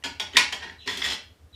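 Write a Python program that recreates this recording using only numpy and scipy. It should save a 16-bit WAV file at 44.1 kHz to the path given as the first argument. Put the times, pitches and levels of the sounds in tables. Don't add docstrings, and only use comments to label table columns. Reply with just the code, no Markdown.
import sys
import numpy as np
from scipy import signal
from scipy.fft import rfft, irfft
from scipy.io import wavfile
from scipy.ndimage import uniform_filter1d

SR = 44100
rng = np.random.default_rng(int(sys.argv[2]) if len(sys.argv) > 2 else 0)


def elevation(decibels):
    levels = np.asarray(decibels, float)
    return 10 ** (levels / 20)


def dump_mix(stems):
    frames = np.atleast_2d(stems).T
    limited = np.clip(frames, -1, 1)
    pcm = np.round(limited * 32767).astype(np.int16)
    wavfile.write(sys.argv[1], SR, pcm)


N = 68355
TIME = np.arange(N) / SR

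# start_s, peak_db, chatter_s, crack_db, tilt_db_per_octave
KNOCKS = [
    (0.0375, -24.5, 0.026, 5.5, 0.5),
    (0.1972, -17.5, 0.0084, -2.5, -1.3),
    (.2695, -37.5, 0.0062, 6.5, -4.5),
    (0.3682, -7.5, 0.0067, 9.5, 0.63),
    (.524, -28, 0.01, 11.5, 0.5),
    (.8748, -23, 0.0075, 8, -1),
    (0.971, -37.5, 0.0097, 14, 7.5),
    (1.018, -20, 0.0061, -7, 13.5),
    (1.04, -31, 0.027, 9, 6),
]
STRUCK_OBJECT = [0, 1, 1, 2, 3, 4, 4, 5, 4]
# pitch_hz, level_db, t60_s
SMALL_BOWL = [(936, 4.5, 0.15), (1475, -26.5, 0.35), (1522, -1, 0.42), (1702, 6.5, 0.2),
              (2366, -14.5, 0.52), (3300, 7.5, 0.12), (4340, -5, 0.1), (4810, -4, 0.26), (6900, -9, 0.35),
              (7370, -14, 0.29), (7160, -33, 0.24), (8500, -30, 0.39)]
RIBBED_BOWL = [(870, -2.5, .15), (2650, -9, 0.14), (2830, -22, 0.059), (3314, -7, .1), (3350, 4, 0.16),
               (3440, 1, .1), (3684, 1, 0.12), (4540, -3, 0.26), (4900, -7, .15), (5500, -1.5, 0.11),
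               (6500, -8.5, .08), (8400, -19, .1)]
SPATULA = [(926, -13.5, 0.33), (1976, -5.5, 0.3), (2450, 0.5, 0.3), (2650, -10, 0.28), (2870, -11, 0.3),
           (3500, -3.5, .1), (3890, 1.5, .08), (3980, -13, 0.033), (4610, -3, 0.22), (5430, -13, 0.17),
           (5420, -13.5, .1), (6550, -19, .1), (6960, -6, 0.1), (8900, -7, 0.076)]
DISH = [(800, 10, 0.12), (1830, 5, 0.1), (1910, 11, 0.24), (2315, 7.5, 0.11), (2820, -8, 0.089),
        (3140, 1, 0.11), (3250, 10.5, 0.11), (4600, 2, 0.089), (5370, -5, 0.18), (6740, 0, 0.074)]
BIG_BOWL = [(445, -5.5, 0.32), (1030, -25, 0.13), (1983, 13, 0.49), (2230, -0.5, 0.19), (2810, -26, .15),
            (3000, -6.5, 0.18), (3350, -15, .2), (4230, 4.5, 0.13), (5030, 0.5, 0.11), (7140, -31, .06)]
RIM = [(2074, 17, 0.093), (3330, 10, .1), (5520, -10, 0.073)]
# pitch_hz, level_db, t60_s
PAN = [(1468, -14, .3), (1870, -16.5, 0.53), (3280, -12, .3), (5030, -19, .3)]
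FREE_RINGS = {0: [(941, -4, .09), (1529, -9.5, .3), (2286, -16, 0.4), (2525, -14.5, .18), (4100, -14, .25),
              (6850, -22, .26)], 3: [(845, -15.5, .5), (1045, -14.5, .1), (1946, -4.5, .25),
              (2336, -10.5, 0.22), (2480, -9, .17), (2815, -24.5, .4), (4340, -15, .29), (5450, -16, 0.21)]}
# freq_hz, level_db_per_hz
CRACK = [(150, -37.5), (300, -15.5), (650, -33.5), (1000, -1), (1300, -24), (2200, -3.5), (5300, -13.5),
         (16000, -46)]
HAND_DAMPING, LONGEST_RING_S, CONTACT_RISE_S = 0.2, 0.3, 0.0004
PAN_SHAKERS = 4


def knocks():
    objects = [SMALL_BOWL, RIBBED_BOWL, SPATULA, DISH, BIG_BOWL, RIM]
    out = np.zeros((len(KNOCKS), N + SR))
    after = TIME[:SR // 2]
    for k, (start_s, peak_db, chatter_s, crack_db, tilt_db) in enumerate(KNOCKS):
        envelope = (1 - np.exp(-after / CONTACT_RISE_S)) * np.exp(-(after / chatter_s) ** 3)
        contact = even(rng.standard_normal(len(after)) * envelope)
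        modes = []
        for hz, level_db, t60_s in objects[STRUCK_OBJECT[k]]:
            damped_s = HAND_DAMPING * min(t60_s, LONGEST_RING_S)
            modes.append((hz, level_db + tilt_db * np.log2(hz / 3000), damped_s))
        if k < PAN_SHAKERS:
            modes += PAN
        modes += FREE_RINGS.get(k, [])
        tones = 0
        for hz, level_db, t60_s in modes:
            tone = ring(contact, hz, t60_s)
            tones = tones + elevation(level_db) * tone / np.abs(tone).max()
        crack = colour(contact, CRACK, tilt_db)
        crack = elevation(crack_db + 9) * crack / np.abs(crack).max()
        first = int(start_s * SR)
        out[k, first:first + len(after)] = elevation(peak_db - 12) * (tones + crack)
    return out[:, :N]


# start_s, level_db, upper_mode_hz, lower_mode_rel_db
TICKS = [(.025, -49, 2868, 1), (0.334, -33.5, 3070, -11.5), (0.3483, -36, 3350, 1.5),
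         (.359, -36.5, 3500, 20.5), (0.3681, -7.5, 3430, -15.5), (.372, -10.5, 3675, -1.5),
         (.648, -52, 3120, 12), (0.663, -49, 3300, 14.5), (0.677, -42.5, 3300, 8), (0.697, -40, 3300, 7),
         (0.886, -28, 3260, 7), (0.893, -26, 3310, -1), (0.8992, -35, 3200, 7), (0.91, -34, 3240, 6),
         (0.9542, -31.5, 3210, -10), (0.9627, -32, 3210, -20), (.9725, -29.5, 3420, -7),
         (.984, -36.5, 3350, 1), (1.006, -52, 3460, 4), (1.0421, -23, 3490, -4), (1.0485, -18.5, 3466, -5),
         (1.053, -26, 3500, 2.5), (1.062, -23.5, 3350, 1), (1.087, -30, 3190, -3), (1.103, -23, 3300, -13),
         (1.11, -24, 3300, -13), (1.122, -24, 3350, -11), (1.132, -23.5, 4010, -20),
         (1.143, -36, 3350, -16), (1.152, -46, 3400, -7)]
TICK_LOWER_HZ, TICK_TOP_RATIO, TICK_TOP_DB = 1906, 2.1, -13.5
TICK_RISE_S, TICK_T60_S = 0.001125, 0.028
TICK_CRACK_DB, TICK_CRACK_TILT_DB = -7, 1.5
# start_s, length_s, t60_s after release
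SQUEAK = (1.0185, 0.0057, 0.01)
# pitch_hz, level_db
SQUEAK_MODES = [(2070, -19.5), (3330, -17.5)]


def rocking_rim():
    ticks, clicks = np.zeros(N), np.zeros(N)
    for start_s, level_db, upper_hz, lower_db in TICKS:
        modes = [(upper_hz, level_db), (TICK_LOWER_HZ, level_db + lower_db),
                 (TICK_TOP_RATIO * upper_hz, level_db + TICK_TOP_DB)]
        ticks += burst(start_s, TICK_RISE_S, TICK_T60_S, modes)
        clicks[int(start_s * SR)] = elevation(level_db + TICK_CRACK_DB)
    crack = colour(np.r_[1, np.zeros(400)], CRACK, TICK_CRACK_TILT_DB)
    cracks = signal.fftconvolve(clicks, crack / np.abs(crack).max())[:N]
    return ticks + cracks + burst(*SQUEAK, SQUEAK_MODES)


def burst(start_s, rise_s, t60_s, modes):
    after = np.maximum(TIME - start_s, 0)
    shape = np.minimum(after / rise_s, 1) * elevation(-60 * np.clip(after - rise_s, 0, 1) / t60_s)
    return shape * sum(elevation(level_db) * np.sin(2 * np.pi * hz * after) for hz, level_db in modes)


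# freq_hz, level_db_per_hz
RUB = [(88, -48.5), (150, -17), (398, -8), (566, -14), (716, -9.5), (1140, -13), (2750, -8.5), (3280, -4),
       (16000, -50.5)]
GRAINS_PER_S, GRAIN_SPREAD_DB = 3000, 3.5


def slide(pressure, body, rub_db, tilt_db=0):
    sizes = elevation(GRAIN_SPREAD_DB * np.minimum(rng.exponential(1, N), 4)) * rng.choice([-1, 1], N)
    hits = rng.random(N) < GRAINS_PER_S / SR
    grains = rms_one(sizes * hits * elevation(3.0 * drift(45)))
    start_s, pressure_db = np.transpose(pressure)
    force = elevation(np.interp(TIME, start_s, pressure_db, left=-140, right=-140))
    tones, power = 0, 0
    for hz, width_hz, level_db in body:
        shifted = np.roll(grains, rng.integers(400))
        tones = tones + elevation(level_db) * resonate(force * shifted, hz, width_hz)
        power += elevation(2 * level_db) * np.pi * width_hz / SR
    rub = force * elevation(rub_db) * rms_one(colour(grains, RUB, tilt_db))
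    return tones / np.sqrt(power) + rub


# time_s, pressure_db
LIFT = [(.32, -64), (.332, -42), (.35, -41), (.366, -40), (.372, -70)]
DRAG = [(.58, -82), (.605, -50), (.63, -40), (.66, -47.5), (.695, -46.5), (.73, -51.5), (.76, -54.5)]
PUSH = [(.86, -48), (.866, -46), (.9, -36.5), (.955, -43), (1.0, -41.5), (1.016, -46), (1.045, -33),
        (1.11, -35), (1.14, -43.5), (1.153, -84)]
# pitch_hz, width_hz, level_db
LIFT_BODY = [(300, 200, -9.5), (1872, 150, 5.5), (2620, 330, -4.5), (3600, 540, -20.5)]
DRAG_BODY = [(445, 790, -7.5), (970, 140, 1), (1450, 300, -4), (1840, 300, 9), (2400, 51, 0), (3210, 80, 5),
             (3900, 660, -1), (5000, 220, -3)]
PUSH_BODY = [(186, 25, 5.5), (417, 51, -8), (1906, 220, 4.5), (2630, 60, 8), (2890, 14, 4), (3270, 20, 11),
             (3420, 26, 12.5), (3270, 16, 13), (4110, 18, 0.5), (4240, 20, 10.5), (5080, 30, 12),
             (5100, 613, 2.5), (7100, 730, -7.5)]


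def slides():
    lift = slide(LIFT, LIFT_BODY, rub_db=2.5)
    drag = slide(DRAG, DRAG_BODY, rub_db=-6, tilt_db=-6)
    drag = signal.sosfilt(signal.butter(2, 6500, fs=SR, output="sos"), drag)
    return lift + drag + slide(PUSH, PUSH_BODY, rub_db=1.5)


# start_s, level_db
THUDS = [
    (.045, -33.5),
    (0.341, -30.5),
    (0.862, -33.5),
    (0.973, -36),
]
THUD_HZ, THUD_T60_S = 270, 0.059


def thuds():
    pushes = np.zeros(N)
    for start_s, level_db in THUDS:
        pushes[int(start_s * SR)] = elevation(level_db)
    return ring(pushes, THUD_HZ, THUD_T60_S) + ring(pushes, 1.4 * THUD_HZ, THUD_T60_S)


# start_s, level_db, top_hz
CHIRPS = [
    (.783, -44.5, 3980),
    (1.5278, -44.5, 3890),
]
# delay_s, level_db
YARD_ECHOES = [
    (.014, 1),
    (.021, 0),
    (.034, -5),
]
CHIRP_S, CHIRP_HOLD_S, CHIRP_FALL_S = 0.032, 0.008, 0.013
CHIRP_END_HZ, CHIRP_FADE_DB, OVERTONE_DB = 2250, 8, -12


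def bird():
    out = np.zeros(N)
    for start_s, level_db, top_hz in CHIRPS:
        part = np.clip((TIME - start_s) / CHIRP_S, 0, 1)
        falling_s = np.maximum(TIME - start_s - CHIRP_HOLD_S, 0)
        hz = CHIRP_END_HZ + (top_hz - CHIRP_END_HZ) * np.exp(-falling_s / CHIRP_FALL_S)
        phase = 2 * np.pi * np.cumsum(hz) / SR
        envelope = elevation(level_db - CHIRP_FADE_DB * part) * np.minimum(1, 20 * part * (1 - part))
        out += envelope * (np.sin(phase) + elevation(OVERTONE_DB) * part * np.sin(2 * phase))
    echoes = sum(elevation(level_db) * np.interp(TIME - delay_s, TIME, out) for delay_s, level_db in YARD_ECHOES)
    return out + echoes


# freq_hz, t60_s
KITCHEN = [(150, 0.5), (500, 0.32), (2000, 0.35), (5000, 0.32), (9000, 0.25), (15000, 0.13)]
FIRST_ECHO_S, ROOM_BUILD_S = 0.0036, 0.0011


def kitchen(x):
    after = TIME[:SR // 2]
    edges_hz = 80 * 2 ** np.arange(0, 8, 0.5)
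    white = rng.standard_normal((2, len(after)))
    echoes = 0
    for k, (low_hz, high_hz) in enumerate(zip(edges_hz, edges_hz[1:])):
        sos = signal.butter(2, [low_hz, high_hz], "band", fs=SR, output="sos")
        band = signal.sosfilt(sos, white[k % 2])
        t60_s = at_hz(KITCHEN, np.sqrt(low_hz * high_hz))
        echoes = echoes + band * elevation(-60 * after / t60_s) / np.sqrt(t60_s)
    build = 1 - np.exp(-np.maximum(after - FIRST_ECHO_S, 0) / ROOM_BUILD_S)
    echoes = even(echoes * build)
    return signal.fftconvolve(x, echoes / np.sqrt(np.sum(echoes ** 2)))[:N]


# freq_hz, level_db_per_hz
HISS = [(88, -12.5), (150, -5.5), (197, -13.5), (280, -6), (354, -13), (439, -8), (544, -13), (16000, -34)]
# time_s, level_db
RUMBLE = [(0.0, -65), (0.082, -53), (0.336, -53), (0.392, -54), (0.508, -51.5), (0.534, -52.5),
          (0.974, -55), (0.992, -57), (1.018, -52), (1.134, -43.5), (1.16, -65), (1.238, -58.5),
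          (1.32, -49), (1.36, -74), (1.45, -45), (1.506, -66), (1.528, -57), (1.55, -48)]
HISS_DB, RUMBLE_HZ, RUMBLE_WIDTH_HZ = -62, 75.3, 16


def background():
    hiss = rms_one(colour(rng.standard_normal(N + SR), HISS)[SR:]) * elevation(0.85 * drift(2.4))
    low = resonate(rng.standard_normal(N + SR), RUMBLE_HZ, RUMBLE_WIDTH_HZ)
    low = resonate(low, RUMBLE_HZ, 2 * RUMBLE_WIDTH_HZ)[SR:]
    low = low / np.sqrt(uniform_filter1d(low ** 2, size=3000) + 0.2 * np.mean(low ** 2))
    return elevation(HISS_DB) * hiss + elevation(np.interp(TIME, *np.transpose(RUMBLE))) * low


def ring(x, hz, t60_s):
    r, w = elevation(-60 / (t60_s * SR)), 2 * np.pi * hz / SR
    return signal.lfilter([0, np.sin(w)], [1, -2 * r * np.cos(w), r * r], x + 1e-18)


def resonate(x, hz, width_hz):
    r, w = np.exp(-np.pi * width_hz / SR), 2 * np.pi * hz / SR
    return signal.lfilter(np.array([1, 0, -1]) * (1 - r * r) / 2, [1, -2 * r * np.cos(w), r * r], x)


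def drift(rate_hz):
    r = np.exp(-2 * np.pi * rate_hz / SR)
    return rms_one(signal.lfilter([1], [1, -2 * r, r * r], rng.standard_normal(N + SR))[SR:])


def colour(x, spectrum, tilt_db=0):
    hz = np.arange(1025) * SR / 2048
    level_db = at_hz(spectrum, hz) + tilt_db * np.log2((hz + 50) / 3000)
    cepstrum = irfft(np.log(elevation(level_db)))
    cepstrum[1:1024] *= 2
    cepstrum[1025:] = 0
    return signal.fftconvolve(x, irfft(np.exp(rfft(cepstrum))))[:len(x)]


def even(x):
    power = uniform_filter1d(np.abs(rfft(x)) ** 2, size=int(170 * len(x) / SR))
    hz = np.arange(1, len(power)) * SR / len(x)
    inverse_db = -10 * np.log10(power[1:] + 1e-4 * power.max())
    return colour(x, np.transpose([hz, inverse_db]))


def at_hz(points, hz):
    points = np.array(points)
    return np.interp(np.log(hz + 1), np.log(points[:, 0]), points[:, 1])


def high_pass(x, hz):
    return signal.sosfilt(signal.butter(2, hz, "high", fs=SR, output="sos"), x)


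def rms_one(x):
    return x / np.sqrt(np.mean(x ** 2) + 1e-20)


DIRECT_LOW_CUT_HZ, BIRD_DIRECT_DB = 830, -9
ROOM_DB, TICK_ROOM_DB = -1.5, -9
SIDE_KNOCKS = [0, 3]
SIDE_DB, SIDE_LOW_CUT_HZ = -6, 7000


def scene():
    blows = knocks()
    counter = blows.sum(axis=0) + thuds() + slides()
    chirps, rim = bird(), rocking_rim()
    direct = high_pass(counter, DIRECT_LOW_CUT_HZ) + rim + elevation(BIRD_DIRECT_DB) * chirps
    room = kitchen(elevation(ROOM_DB) * counter + elevation(TICK_ROOM_DB) * rim + chirps)
    mono = direct + room + background()
    treble = high_pass(high_pass(blows[SIDE_KNOCKS].sum(axis=0), SIDE_LOW_CUT_HZ), SIDE_LOW_CUT_HZ)
    side = elevation(SIDE_DB) * np.roll(treble, 9)
    return np.array([mono + side, mono - side])


def top_cut(x):
    return signal.sosfilt(signal.butter(12, 16120, fs=SR, output="sos"), x)


CEILING, CUTOFF_HZ = 1.25, 16500


def record(dry):
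    rounded = CEILING * np.tanh(dry / CEILING)
    mix = signal.sosfilt(signal.cheby2(12, 70, CUTOFF_HZ, fs=SR, output="sos"), rounded)
    return top_cut(mix)


dry = scene()
out = record(dry)
dump_mix(out)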